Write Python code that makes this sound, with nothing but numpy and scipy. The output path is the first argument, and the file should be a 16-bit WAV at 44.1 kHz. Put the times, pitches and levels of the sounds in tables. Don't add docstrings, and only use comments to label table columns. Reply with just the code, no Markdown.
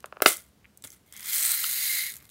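import sys
import numpy as np
from scipy import signal
from scipy.fft import rfft, irfft
from scipy.io import wavfile
from scipy.ndimage import uniform_filter1d

SR = 44100
rng = np.random.default_rng(int(sys.argv[2]) if len(sys.argv) > 2 else 0)


def invert_db(x):
    u = np.asarray(x, float) / 20
    return 10 ** u


def digitize_waveform(pressure):
    field = np.atleast_2d(pressure).T
    bounded = np.clip(field, -1, 1)
    quanta = np.round(bounded * 32767).astype(np.int16)
    wavfile.write(sys.argv[1], SR, quanta)


N = 101430


def evened(x):
    return x / np.sqrt(np.mean(x ** 2) + 1e-20)


def coloured(x, points):
    f, db = np.transpose(points)
    hz = np.fft.rfftfreq(len(x), 1 / SR)
    return irfft(rfft(x) * invert_db(np.interp(np.log(hz + 1), np.log(f), db)), len(x))


def highpassed(x, hz):
    return signal.sosfilt(signal.butter(4, hz, "high", fs=SR, output="sos"), x)


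def ramp(t, start_s, end_s):
    return np.clip((t - start_s) / (end_s - start_s), 0, 1)


def drift(size):
    return evened(uniform_filter1d(uniform_filter1d(rng.standard_normal(N), size), size))


def add(mix, s, sound):
    part = mix[round(s * SR):][:len(sound)]
    part += sound[:len(part)]


def resonate(x, peaks):
    out = np.zeros(len(x))
    for hz, width, db in peaks:
        r = np.exp(-np.pi * width / SR)
        out += invert_db(db) * signal.lfilter([1 - r, 0, r - 1], [1, -2 * r * np.cos(2 * np.pi * hz / SR), r * r], x)
    return out


def ring(modes, rise=.01, size=4000):
    t = np.arange(size) / SR
    x = np.zeros(size)
    for hz, t60, db in modes:
        build = (1 - np.exp(-t * hz / rise)) ** 2
        x += build * invert_db(db - 60 * t / t60) * np.sin(2 * np.pi * hz * t)
    return x / abs(x).max()


def pops(events, modes, rise):
    out = np.zeros(N)
    for s, db in events:
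        add(out, s, -invert_db(db) * ring(modes, rise))
    return out


def puff(colour, t60_s, rise_s):
    t = np.arange(900) / SR
    x = coloured(rng.standard_normal(900), colour) * invert_db(-60 * t / t60_s) * np.minimum(t / rise_s, 1)
    return x / abs(x).max()


def grains(rate_per_s, count=40):
    size_db, t60_s, top_hz = 3.4, .005, 16500
    u, kind, t = rng.random(N), rng.integers(0, count, N), np.arange(400) / SR
    struck = u < rate_per_s / SR
    size = invert_db(size_db * np.minimum(rng.exponential(1, N), 4.5)) * struck / np.sqrt(rate_per_s)
    shape, out = rng.random((count, 10, 2)), np.zeros(N)
    for k in range(count):
        hz, phase = top_hz * shape[k, :, :1], shape[k, :, 1:]
        tap = np.sin(2 * np.pi * (hz * t + phase)).sum(0)
        out += signal.oaconvolve(size * (kind == k), tap * invert_db(-60 * t / t60_s))[:N]
    return evened(out)


# (frequency [Hz], level [dB])
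AIR_COLOUR = [(20, -33), (45, -11), (65, -8.5), (105, -2), (170, -6), (300, -9.5), (800, -18.5),
              (16000, -31)]


def air():
    air_db, hum_db, rumble_db, lump_db = -64, -72.5, -70.5, 0.5
    hum = resonate(rng.standard_normal(N), [(203.5, 8, 0)])
    low = [(70, 18, 0)]
    lumps = drift(4000)
    rumble = evened(invert_db(lump_db * lumps) * resonate(resonate(rng.standard_normal(N), low), low))
    tone = evened(coloured(rng.standard_normal(N), AIR_COLOUR))
    return invert_db(air_db) * tone + invert_db(hum_db) * evened(hum) + invert_db(rumble_db) * rumble


def room(x):
    low_t60_s, top_t60_s, spacing = 0.2, .13, 20
    t, taps = np.arange(SR // 2) / SR, np.zeros(SR // 2)
    at = np.arange(100, SR // 2 - spacing, spacing)
    taps[at + rng.integers(0, spacing, len(at))] = rng.choice([-1., 1.], len(at))
    low = uniform_filter1d(taps, 9)
    tail = low * invert_db(-60 * t / low_t60_s) + (taps - low) * invert_db(-60 * t / top_t60_s)
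    return signal.fftconvolve(x, tail / np.linalg.norm(tail))[:N]


# (time [s], length [s], level [dB], tilt [dB/octave])
GRIPS = [
    (.835, .028, -46, 0),
    (2.02, .32, -61, -3.5),
    (1.08, .4, -64, 3),
    (1.88, .3, -67, 6),
]
# (frequency [Hz], level [dB])
GRIP_COLOUR = [(25, -30), (60, -3), (120, 0), (400, -7), (800, -14), (1500, -15), (3300, -20), (6000, -30)]


def grip():
    out = np.zeros(N)
    for s, length_s, db, tilt_db in GRIPS:
        size = round(length_s * SR)
        colour = [(hz, a_db + tilt_db * np.log2(hz / 100)) for hz, a_db in GRIP_COLOUR]
        rub = evened(coloured(rng.standard_normal(32768), colour))[:size]
        add(out, s, invert_db(db) * np.hanning(size) * rub)
    return out


# (time [s], length [s], level [dB])
SHIFTS = [
    (1.109, 0.34, -55),
    (2.045, 0.25, -65),
]
# (frequency [Hz], level [dB])
SHIFT_COLOUR = [(400, -32), (700, -16), (1300, -2.5), (1700, -4), (2500, -6), (16000, -58)]


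def shift():
    t = np.arange(N) / SR
    swell = np.zeros(N)
    for s, length_s, db in SHIFTS:
        swell += invert_db(db) * np.sin(np.pi * ramp(t, s, s + length_s)) ** 0.72
    return swell * evened(coloured(grains(np.full(N, 1500.)), SHIFT_COLOUR))


# (time [s], peak [dB])
SQUEAKS = [
    (0.6446, -45),
    (0.6489, -44.5),
    (0.6544, -39.5),
]
# (frequency [Hz], t60 [s], level [dB])
SQUEAK_MODES = [(2250, 0.0027, 26), (1498, 0.0038, -19)]


def squeaks():
    return pops(SQUEAKS, SQUEAK_MODES, rise=0.9)


# (time [s], peak [dB])
TAPS = [
    (1.6412, -22),
]
# (frequency [Hz], t60 [s], level [dB])
TAP_MODES = [(1354, 0.0094, 7), (2870, 0.012, -2.5), (4090, 0.0075, -12)]


def taps():
    return pops(TAPS, TAP_MODES, rise=3.)


# (time [s], peak [dB])
KNOCKS = [(.004, -42.5), (.027, -50), (.058, -30.5), (1.0746, -60), (0.8395, -32), (1.166, -33),
          (1.2275, -36), (1.6405, -15), (2.139, -27), (2.2021, -43.5), (2.209, -46), (2.253, -40),
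          (2.2915, -41), (2.2985, -40)]
# (frequency [Hz], level [dB])
KNOCK_COLOUR = [(500, -41), (1400, -8.5), (2500, -5), (4300, -2.5), (6000, -10), (8500, -3), (12000, -6.5),
                (16000, -11.5)]


def knocks():
    out = np.zeros(N)
    for s, db in KNOCKS:
        add(out, s, invert_db(db) * puff(KNOCK_COLOUR, t60_s=.012, rise_s=.0005))
    return out


# (time [s], peak [dB])
SLIPS = [
    (.0262, -54),
    (.0423, -24),
    (.125, -27),
    (.1693, -30.5),
    (.2034, -26),
    (.151, -55),
    (.158, -50.5),
    (.1615, -46),
    (.167, -45),
]
# (frequency [Hz], t60 [s], level [dB])
LID_MODES = [(1260, 0.004, 6.5), (603, 0.008, 1.5), (2620, 0.005, -12), (4700, .002, -18)]


def slips():
    return pops(SLIPS, LID_MODES, rise=0.98)


# (time [s], peak [dB], crack [dB], burst [s], tilt [dB/octave])
SNAPS = [
    (0.2209, -4.5, 1.5, 0.0012, 1.5),
    (0.2592, 3, -10, 0.0024, 4),
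    (0.276, -24.5, -1, 0.0027, 6),
]
# (frequency [Hz], t60 [s], level [dB])
BODY_MODES = [(675, 0.0095, 3.5), (1359, 0.016, 5), (2083, 0.02, -11.5), (2586, 0.012, -4.5),
              (3680, .007, -8.5), (357, .1, -34), (617, 0.037, -20.5), (4850, 0.015, -17), (1555, 0.03, -6),
              (2890, .012, -13.5), (484, .01, -10), (745, .02, -17.5)]
# (frequency [Hz], width [Hz])
HOLLOWS = [(1000, 210), (1870, 200)]


def snaps():
    out, t = np.zeros(N), np.arange(600) / SR
    for s, db, crack_db, burst_s, tilt_db in SNAPS:
        drive = rng.standard_normal((2, 600)) * t / burst_s * np.exp(-t / burst_s * 2)
        modes = [(hz, t60, a_db + tilt_db * np.log2(hz / 1000)) for hz, t60, a_db in BODY_MODES]
        body = np.convolve(drive[0], ring(modes))
        crack = np.diff(drive[1])
        add(out, s, invert_db(db) * body / abs(body).max())
        add(out, s, invert_db(db + crack_db) * crack / abs(crack).max())
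    for hz, width in HOLLOWS:
        out = signal.lfilter(*signal.iirnotch(hz, hz / width, SR), out)
    return out


# (time [s], level [dB], settling [dB/s])
JUMPS = [
    (.211, -66, 68.5),
    (1.065, -66.5, 250),
    (0.22, -29, 490),
    (.263, -17, 248),
    (0.836, -43.5, 303),
    (0.848, -71, 900),
    (.862, -66, 115),
    (0.924, -53.5, 360),
]
# (frequency [Hz], level [dB])
JUMP_COLOUR = [(200, -23.5), (450, -5.5), (950, -23.5), (1400, -7), (2100, -9.5), (4300, -8.5), (8700, 0),
               (16000, -5.5)]
# (frequency [Hz], width [Hz], level [dB])
JUMP_RING = [(355, 27, -10), (596, 60, -10), (2085, 140, 3.5), (1400, 250, -6.5), (3230, 450, -8.5)]


def jumps():
    rise_s, max_per_s, wall_db = .004, 5000, -11
    t = np.arange(N) / SR
    level = np.zeros(N)
    for s, db, fall_db_per_s in JUMPS:
        level += ramp(t, s, s + rise_s) * invert_db(db - fall_db_per_s * abs(t - s))
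    x = grains(np.clip(max_per_s * level / invert_db(-30), 2500, max_per_s))
    beads = evened(coloured(x, JUMP_COLOUR))
    wall = evened(resonate(x + rng.standard_normal(N), JUMP_RING))
    return level * (beads + invert_db(wall_db) * wall)


# (time [s], peak [dB], pitch [Hz])
TICKS = [(0.0045, -46, 5700), (0.369, -22.5, 10900), (0.4034, -53, 6860), (0.4323, -60.5, 6800),
         (0.774, -33.5, 8650), (0.823, -35.5, 7720), (0.8479, -29, 8800), (0.873, -31, 6380),
         (0.9033, -31.5, 6400), (0.9187, -34.5, 6400), (0.9304, -48, 6360), (0.935, -49, 7340),
         (0.9396, -55, 7590), (1.1246, -30.5, 9000), (1.135, -40, 8000), (1.1385, -36, 10800),
         (1.1462, -47, 9110), (1.1558, -53, 11700), (1.1651, -31, 6440), (1.1751, -29.5, 7360),
         (1.195, -30, 9500), (1.2063, -29, 12300), (1.2292, -31.5, 5230), (1.2418, -32, 9000),
              (1.247, -26, 9800), (1.2587, -21.5, 8360), (1.2978, -19, 12600), (1.4519, -12.5, 8500),
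              (2.114, -32, 10800), (2.1203, -27.5, 11400), (2.1557, -30, 12250), (2.1666, -27, 12600),
              (2.174, -38, 12500), (2.2253, -42, 14000), (2.245, -48, 12450), (2.2725, -55, 11500),
              (2.2775, -51.5, 11100),
         (1.3318, -15, 8520), (1.3465, -14, 12800), (1.3815, -15, 8160), (1.4265, -17, 8500),
              (1.4345, -16, 8500), (1.4935, -18, 8400), (1.5065, -18, 8500), (1.5172, -16, 12500),
              (1.6375, -19, 11500), (1.845, -20, 11600), (1.6654, -22, 6500), (1.6798, -22, 6700),
              (1.7362, -20, 11000), (1.8586, -21, 10800), (1.9346, -22, 9200), (2.0655, -24, 10800),
              (2.1005, -27, 10800)]
# (frequency [Hz], level [dB])
TICK_COLOUR = [(800, -50), (2000, -26), (4500, -16), (6500, 0), (11500, -1), (16000, -5)]
# (frequency [Hz], width [Hz], level [dB])
WALL = [(2110, 200, 2), (3250, 400, -4)]


def ticks():
    tipped_s, ring_db, ring_t60_s, gain_db, wall_db = .8, -1.5, .007, 4, 19.5
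    out, t = np.zeros(N), np.arange(900) / SR
    for s, db, hz in TICKS:
        tone = invert_db(ring_db - 60 * t / ring_t60_s) * np.sin(2 * np.pi * hz * t) * np.minimum(t / .0004, 1)
        add(out, s, invert_db(db + gain_db) * (puff(TICK_COLOUR, t60_s=.011, rise_s=.0003) + tone) / 2)
    tipped = np.arange(N) > tipped_s * SR
    return out + invert_db(wall_db) * resonate(out * tipped, WALL)


# (time [s], flow [dB], wall contact [dB], pile ring [dB])
FLOW = [(1.06, -68, -1.5, -25), (1.12, -64.5, -1, -21), (1.141, -53, 4.5, -22), (1.223, -45, -3.5, 7),
        (1.279, -33.5, -5, 4.5), (1.347, -25, -12.5, -16), (1.43, -24, -12.5, -12.5),
        (1.528, -25.5, -9.5, -6.5), (1.59, -27.5, -7, -13.5), (1.72, -28.5, -4, -14),
        (1.85, -27, -2.5, -33), (1.99, -28, -0.5, -10), (2.065, -34.5, 0.5, -23), (2.102, -38.5, 0.5, -27),
        (2.128, -44.5, -10, -20), (2.178, -49.5, -17, -22), (2.22, -61, -1.5, -17), (2.3, -61.5, -8, -19)]
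# (frequency [Hz], level [dB])
PATTER_COLOUR = [(300, -75), (700, -28.5), (1200, -24), (1700, -12.5), (3000, -12.5), (5700, -9.5),
                 (9000, -4.5), (16000, -3)]
# (frequency [Hz], width [Hz], level [dB])
BARE_WALL = [(2127, 62, 0), (2066, 88, -6.5), (1970, 44, -20.5), (2970, 1060, -15), (3760, 125, -8),
             (4060, 246, -5.5), (4690, 97, -5.5), (6585, 100, -4.5), (10800, 330, -6), (11500, 120, -2.5),
             (12500, 220, -21), (9000, 400, -8.5)]
# (frequency [Hz], width [Hz], level [dB])
CHIME = [(8480, 350, -3), (7860, 150, -8)]
# (frequency [Hz], width [Hz], level [dB])
PILE = [(8860, 170, -8.5), (1356, 150, -10), (4110, 190, -0.5)]


def pour():
    land_per_s, slide_per_s, clump_db, hiss = 7500, 9000, .9, .9
    t = np.arange(N) / SR
    s, flow_db, wall_db, pile_db = np.transpose(FLOW)
    level = invert_db(np.interp(t, s, flow_db, left=-120) + clump_db * drift(300))
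    landing = level * grains(np.clip(land_per_s * level / invert_db(-40.5), 1000, land_per_s))

    contacts = grains(np.clip(slide_per_s * level / invert_db(-41.5), 2500, slide_per_s))
    slide = level * (contacts * .7 + hiss * rng.standard_normal(N)) * invert_db(np.interp(t, s, wall_db))
    empty = ramp(t, 1.3, 1.7)
    drum_modes = 3
    freed = invert_db(np.interp(t, [1.87, 2.07], [0, 4.5]))
    wall = resonate(slide * (1 - empty), WALL) + resonate(slide * empty, BARE_WALL[drum_modes:])
    wall += resonate(slide * empty * freed, BARE_WALL[:drum_modes])
    wall = highpassed(wall, 1750)

    exposed = np.sqrt(abs(np.sin(np.pi * ramp(t, 1.35, 1.57))))
    chime = resonate(landing * exposed, CHIME)
    pile = resonate(landing * ramp(t, 1.26, 1.38) * invert_db(np.interp(t, s, pile_db)), PILE)
    return invert_db(4.0) * coloured(landing, PATTER_COLOUR) + invert_db(9.5) * (wall + chime + pile)


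def scene():
    handled = slips() + squeaks() + taps() + snaps()
    box = handled + ticks() + jumps() + pour() + knocks() + shift()
    near = highpassed(box, 312) + grip()
    return (near + invert_db(-15.5) * room(near) + air())[None]


def roll_off(x):
    return signal.sosfilt(signal.butter(12, 17080, fs=SR, output="sos"), x)


def record(dry):
    lowpass = signal.firwin(401, 15800, window=("kaiser", 5), fs=SR)
    mix = signal.oaconvolve(np.clip(dry, -1, 1), lowpass[None], "same")
    return roll_off(mix)


dry = scene()
out = record(dry)
digitize_waveform(out)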